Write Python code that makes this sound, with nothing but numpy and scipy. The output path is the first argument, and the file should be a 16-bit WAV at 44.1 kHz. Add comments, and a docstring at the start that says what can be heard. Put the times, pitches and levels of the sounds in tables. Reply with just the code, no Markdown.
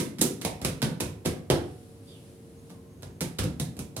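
"""Two hands pat a round of soft dough flat on a counter, heard in stereo in a small, hard-walled kitchen.
Each slap is a wet crackle of skin, a pop of trapped air, a thud of dough and the push of the arm;
the counter rings, and the microphone gets more room than direct sound. In the pause the dough is slid,
and a faint, bright hiss swells and fades, with a slight rustle midway. An appliance hums behind,
and a few faint whistles come and go in the distance."""
import sys
import numpy as np
from scipy import signal
from scipy.fft import rfft, irfft, next_fast_len
from scipy.io import wavfile
from scipy.ndimage import uniform_filter1d

SR = 44100
rng = np.random.default_rng(int(sys.argv[2]) if len(sys.argv) > 2 else 0)


def transcribe(signal):
    """Save signal, clipped to [-1, 1], as a 16-bit WAV file at the path in sys.argv[1]."""
    frames = np.atleast_2d(signal).T
    limited = np.clip(frames, -1, 1)
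    pcm = np.round(limited * 32767).astype(np.int16)
    wavfile.write(sys.argv[1], SR, pcm)


N = 176400
LEAD, ROOM_SIZE = SR // 10, 3 * SR // 5   # samples of run-in and of room tail


def from_db(db):
    """Decibels to gain."""
    return 10 ** (np.asarray(db) / 20)


def unit(x):
    """Scale each channel to energy 1."""
    return x / np.sqrt(np.sum(x ** 2, axis=-1, keepdims=True) + 1e-20)


def at_hz(points, hz):
    """Read a table on a log-frequency axis."""
    freqs, values = np.transpose(points)
    return np.interp(np.log(hz), np.log(freqs), values)


def colour(x, spectrum):
    """Causal (minimum-phase) filter with the given dB curve."""
    size = next_fast_len(x.shape[-1] + LEAD) * 2
    hz = np.maximum(np.fft.rfftfreq(size, 1 / SR), 1)
    cepstrum = irfft(np.log(from_db(at_hz(spectrum, hz))))
    cepstrum[1:size // 2] *= 2
    cepstrum[size // 2 + 1:] = 0
    return irfft(rfft(x, size) * np.exp(rfft(cepstrum)))[..., :x.shape[-1]]


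def ring(hz, t60, t):
    """A damped sine of energy 1 that starts at t = 0."""
    t = np.maximum(t, 0)
    return unit(np.sin(2 * np.pi * hz * t) * from_db(-60 * t / t60))


def narrow(hz, width_hz):
    """Narrow noise around a pitch curve; rms 1."""
    pole = np.exp(-np.pi * width_hz / SR)
    noise = rng.standard_normal((2, len(hz) + LEAD))
    a, b = signal.lfilter([1], [1, -2 * pole, pole * pole], noise)[:, LEAD:]
    phase = 2 * np.pi * np.cumsum(hz) / SR
    return unit(a * np.cos(phase) + b * np.sin(phase)) * np.sqrt(len(hz))


def add(track, s, sound):
    """Mix a sound in at s seconds; the track starts LEAD samples early."""
    i = max(int(s * SR) + LEAD, 0)
    track[..., i:i + sound.shape[-1]] += sound[..., :track.shape[-1] - i]


def diffuse(size):
    """White noise from all round the microphone: the sides are alike in the bass, unrelated up top."""
    # Likeness of the two sides. 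Each row: frequency in Hz, correlation from 0 to 1.
    likeness = [(60, 0.99), (180, 0.91), (350, 0.84), (700, 0.38), (1400, 0), (4000, 0.08), (16000, 0)]
    mid, side = rfft(rng.standard_normal((2, size)))
    alike = at_hz(likeness, np.maximum(np.fft.rfftfreq(size, 1 / SR), 1))
    return irfft(np.sqrt(1 + alike) * mid + np.sqrt(1 - alike) * side * [[1], [-1]], size)


def room_tone():
    """The low, steady noise of the kitchen."""
    # Spectrum of the room tone. Each row: frequency in Hz, relative level in dB.
    floor = [(25, -20), (45, -17.5), (90, -1.5), (160, -2.5), (260, -8), (430, -13), (620, -20),
             (1000, -28), (1800, -33), (4000, -37), (7000, -38), (10500, -34.5), (16000, -47)]
    noise = colour(diffuse(N + LEAD), floor)[:, LEAD:]
    return from_db(-49.5) * unit(noise) * np.sqrt(N)


def appliance():
    """An appliance hums at the back, each of its tones wavering on its own."""
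    # Tones of the hum. Each row: pitch in Hz, level in dB.
    hum = [(102, -57), (161, -64.5), (262, -62), (361, -67), (458, -59.5), (560, -69)]
    return sum(from_db(db) * narrow(np.full(N, hz), width_hz=1.48) for hz, db in hum)


def whistles():
    """Very faint, thin tones fade in and out in the distance."""
    # Each row: start in seconds, length in seconds, level in dB, pitch in Hz.
    tones = [(2.542, 0.12, -74, 6500), (2.697, 0.36, -73, 1050), (2.83, 0.42, -77, 6450)]
    out = np.zeros(N + LEAD)
    for s, length, db, hz in tones:
        size = int(length * SR)
        tone = narrow(np.full(SR, hz), width_hz=40)[:size]
        add(out, s, from_db(db) * signal.windows.tukey(size) * tone)
    return out[LEAD:]


def hiss():
    """A faint, bright hiss that swells and fades in the pause, with a slight rustle midway."""
    # Swell of the hiss. Each row: time in seconds, level in dB.
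    swell = [(1.5, -80), (1.7, -61), (2.02, -67), (2.1, -59.5), (2.2, -62), (2.29, -61.5), (2.4, -67),
             (2.62, -66.5), (2.72, -63), (2.82, -82)]
    # Spectrum of the hiss. Each row: frequency in Hz, relative level in dB.
    spectrum = [(1500, -9), (4000, -5), (6500, -9), (10500, -2), (16000, -28)]
    s, db = np.transpose(swell)
    envelope = np.interp(np.arange(N) / SR, s, from_db(db), left=0, right=0)
    return envelope * unit(colour(diffuse(N), spectrum)) * np.sqrt(N)


def kitchen(near, radiated):
    """The near sound reaches the right side first; what is radiated returns densely from the walls."""
    # Decay of the room. Each row: frequency in Hz, seconds to fall 60 dB.
    room_t60 = [(80, .5), (200, 0.67), (500, 0.4962), (1500, 0.44), (4000, 0.36), (10000, .3), (16000, 0.3)]
    # Strength of the room. Each row: frequency in Hz, level in dB against the direct sound.
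    room_db = [(40, -5), (100, 9.5), (250, 4.5), (600, 5), (1500, 6.5), (4000, 2.5), (9000, 3.5),
               (16000, 3)]
    build_s, early_db, early_s, left_lag_s = 0.0027, 1, 0.03, 0.0001
    t = np.arange(ROOM_SIZE) / SR
    white, tail = (diffuse(ROOM_SIZE), diffuse(ROOM_SIZE)), 0
    build = 1 - np.exp(-(t / build_s) ** 2)
    early_lift = 1 + from_db(early_db) * np.exp(-t / early_s) / 2
    edges_hz = 22 * 2 ** (np.arange(20) / 2)   # half octaves
    for k, (low, high) in enumerate(zip(edges_hz, edges_hz[1:])):
        hz = np.sqrt(low * high)
        bandpass = signal.butter(2, (low, high), "band", fs=SR, output="sos")
        band = signal.sosfilt(bandpass, white[k % 2])[:, ::-1]
        envelope = build * early_lift * np.exp(-np.log(1000) * t / at_hz(room_t60, hz))
        gain = from_db(at_hz(room_db, hz)) * np.sqrt(2 * (high - low) / SR)
        tail = tail + gain * unit(band * envelope)
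    direct = np.array([np.roll(near, round(left_lag_s * SR)), near])
    return direct + signal.fftconvolve(radiated[None], tail)[:, :len(near)]


def slides():
    """Fingers and dough slide on the counter: short swishes that fall in pitch as the sliding slows."""
    # Each row: start in seconds, length in seconds, dry level in dB, first and last pitch in Hz.
    strokes = [(2.064, 0.087, -62.5, 3640, 3290), (2.066, .06, -66, 4790, 4600),
               (2.121, .07, -68.5, 3150, 2640)]
    out = np.zeros(N + LEAD)
    for s, length, db, first_hz, last_hz in strokes:
        size = int(length * SR)
        hz = np.interp(np.arange(SR // 2), [0, size], [first_hz, last_hz])
        swish = narrow(hz, width_hz=370)[:size]
        add(out, s, from_db(db) * signal.windows.tukey(size) * swish)
    return out


def counter_ring():
    """The counter and its cupboard ring on after a blow."""
    # Each row, one mode: pitch in Hz, relative level in dB, seconds to fall 60 dB.
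    modes = [(83.3, -21, 1), (177.6, -16.5, 0.15), (261.3, -14.5, 0.93), (297.5, -17, 0.96),
             (357.7, -9, 0.19), (395.6, -12, 0.17), (525, -15.5, 0.17), (640, -26, 0.45), (733, -20, 1),
             (1124, -37, 0.28)]
    t = np.arange(ROOM_SIZE) / SR
    return sum(from_db(db) * ring(hz, t60, t) * np.sqrt(2 * hz / SR) for hz, db, t60 in modes)


def knock(hz, t, cycles):
    """A soft-edged resonance that is gone after a few cycles; energy 1."""
    attack = np.clip(t * hz * 2, 0, 1)
    return unit(np.gradient(ring(hz, cycles / hz, t) * attack))


def crackle(t, lead_s):
    """Skin closes on the dough in tiny contacts: fingers, then the palm with one sharp crack; energy 1."""
    fingers_settle_s, palm_settle_s = 0.0047, 0.00074
    fingers_db, crack_db, grain_db, smooth_hz = -8, -12, 3.5, 900
    fingers = from_db(fingers_db) * (t >= -lead_s) * np.exp(-np.abs(t + lead_s) / fingers_settle_s)
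    palm = (t >= 0) * np.exp(-np.abs(t) / palm_settle_s)
    grains = from_db(grain_db * np.repeat(rng.standard_normal(len(t)), repeats=8)[:len(t)])
    contacts = unit((fingers + palm) * grains * rng.standard_normal(len(t)))
    spectrum = rfft(contacts + from_db(crack_db) * (t == 0))
    # dividing by the smoothed spectrum leaves the crackle white overall
    power = np.abs(spectrum) ** 2
    for _ in range(3):
        power = uniform_filter1d(power, int(smooth_hz * len(t) / SR))
    return unit(irfft(spectrum / np.sqrt(power + 1e-12), len(t)))


def skin_spectrum(smack_db, smack_hz, sizzle_db):
    """The smack, lifted near its pitch by the hollow of the hand, plus the sizzle of squeezed air."""
    # Spectra of smack and sizzle. Each row: frequency in Hz, relative level in dB.
    smack_shape = [(300, -11.5), (600, -27.5), (900, -2), (1400, -5.5), (2400, -5.5), (3600, -2.5),
                   (5500, -7), (9000, -41), (16000, -28)]
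    sizzle_shape = [(2000, -19.5), (4000, -12.5), (6000, -4.5), (8000, -3.5), (10000, -2), (12000, -6),
                    (14000, -14), (16000, -17.5)]
    hollow_db, hollow_octaves = 5, 0.15
    hz = np.linspace(50, SR / 2, 400)
    hollow = hollow_db * np.exp(-(np.log2(hz / smack_hz) / hollow_octaves) ** 2)
    smack = from_db(smack_db) * unit(from_db(at_hz(smack_shape, hz) + hollow))
    sizzle = from_db(sizzle_db) * unit(from_db(at_hz(sizzle_shape, hz)))
    gain = np.hypot(smack, sizzle) * np.sqrt(len(hz))
    return np.column_stack([hz, 20 * np.log10(gain)])


def slaps():
    """Hands strike the dough; each blow lands on a new spot and meets the room differently."""
    # Slaps and lighter touches. Each row: the palm's landing and the fingers' lead in seconds, push in
    # dB, then thud, air pop and smack, each in dB and Hz, and sizzle in dB.
    pats = [ (-0.004, 0.0071, -43, -34, 189, -38.5, 330, -38, 2070, -36),
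            (0.191, 0.006, -42, -39.5, 170, -58, 326, -49.5, 2000, -50),
            (0.2157, 0.0036, -45, -30.5, 222, -33, 328, -35.5, 3900, -25.5),
            (0.418, 0.004, -52, -47, 149, -49, 348, -47, 2080, -46.5),
            (0.4497, 0.0014, -36, -33, 143, -34.5, 481, -38, 2340, -38),
            (0.617, 0.0022, -35.5, -38.5, 154, -45, 480, -50.5, 2040, -50),
            (0.6488, 0.0023, -42, -33.5, 131, -36, 398, -36, 2410, -35),
            (0.8263, 0.0075, -42.5, -29, 148, -34.5, 410, -35, 1460, -38),
            (1.0063, 0.0049, -37.5, -36, 155, -38, 407, -39, 2470, -37),
            (1.252, .003, -52, -39.5, 155, -41.5, 470, -49.5, 2380, -54),
            (1.2597, 0.0042, -34, -30, 145, -33.5, 370, -38.5, 2200, -38),
            (1.501, 0.00063, -30.5, -30.5, 119, -24.5, 367, -32.5, 3150, -36.5),
            (2.703, .006, -78, -52.5, 194, -57, 500, -62.5, 1170, -62.5),
            (3.032, .009, -46.5, -46.5, 129, -50.5, 457, -55, 1520, -55.5),
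            (3.213, 0.0056, -41, -35, 148, -41, 390, -40.5, 2230, -38),
            (3.3902, 0.0041, -31, -32, 137, -40.5, 390, -37, 1400, -40),
            (3.440, 0.0056, -39, -32.5, 163, -42, 383, -47.5, 1450, -47.5),
            (3.599, .0015, -41, -32, 135, -44.5, 432, -43.5, 3900, -40),
            (3.768, .001, -45.5, -46.5, 140.6, -56.5, 400, -62.5, 2400, -59),
            (3.7911, 0.00091, -42, -40, 158, -49, 364, -51.5, 2400, -46),
            (3.9666, 0.0023, -44.5, -45.5, 156, -43, 480, -47, 4240, -43.5)]
    level_window_s = 0.025   # the levels are dry, averaged over this time
    thud_lag_s, push_lag_s, push_hz = 0.001815, 0.0036, 91.8   # the weight of the arm arrives last
    out = np.zeros((2, N + LEAD))
    t = (np.arange(ROOM_SIZE) - LEAD // 4) / SR
    counter = counter_ring()
    for s, lead_s, push_db, thud_db, thud_hz, pop_db, pop_hz, smack_db, smack_hz, sizzle_db in pats:
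        # the microphone hears each tiny contact; the walls merge them into one pulse
        pulse = signal.unit_impulse(LEAD, np.searchsorted(t, -lead_s / 2))
        contact = np.array([crackle(t[:LEAD], lead_s), pulse])
        skin = colour(contact, skin_spectrum(smack_db, smack_hz, sizzle_db))
        skin = np.pad(skin, ((0, 0), (0, len(t) - LEAD)))
        pop = from_db(pop_db) * knock(pop_hz, t, cycles=3.12)
        thud = from_db(thud_db) * knock(thud_hz, t - thud_lag_s, cycles=5.57)
        push = from_db(push_db) * knock(push_hz, t - push_lag_s, cycles=3.15)
        body = pop + thud + push
        near, radiated = skin + body + signal.fftconvolve(body, counter)[:len(t)]
        add(out, s + t[0], kitchen(near, radiated))
    return out * np.sqrt(level_window_s * SR)


def scene():
    """Hands and dough over the kitchen's background; most of their treble leans to the right."""
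    # Balance of the hands at the microphone. Each row: frequency in Hz, left minus right in dB.
    lean = [(300, -0.16), (1400, -1.7), (2800, -5), (5600, -8), (9000, -8), (13000, 1.5)]
    swish = slides()
    left, right = slaps() + kitchen(swish, swish)
    hands = np.array([colour(left, [(hz, db / 2) for hz, db in lean]),
                      colour(right, [(hz, -db / 2) for hz, db in lean])])
    return hands[:, LEAD:] + hiss() + appliance() + room_tone() + whistles()


def record(dry):
    """The microphone sheds the deepest bass; the very top is cut steeply."""
    low_cut = signal.butter(4, 47, "high", fs=SR, output="sos")
    high_cut = signal.ellip(10, .2, 80, 16200, fs=SR, output="sos")
    return signal.sosfilt(high_cut, signal.sosfilt(low_cut, dry))


dry = scene()
out = record(dry)
transcribe(out)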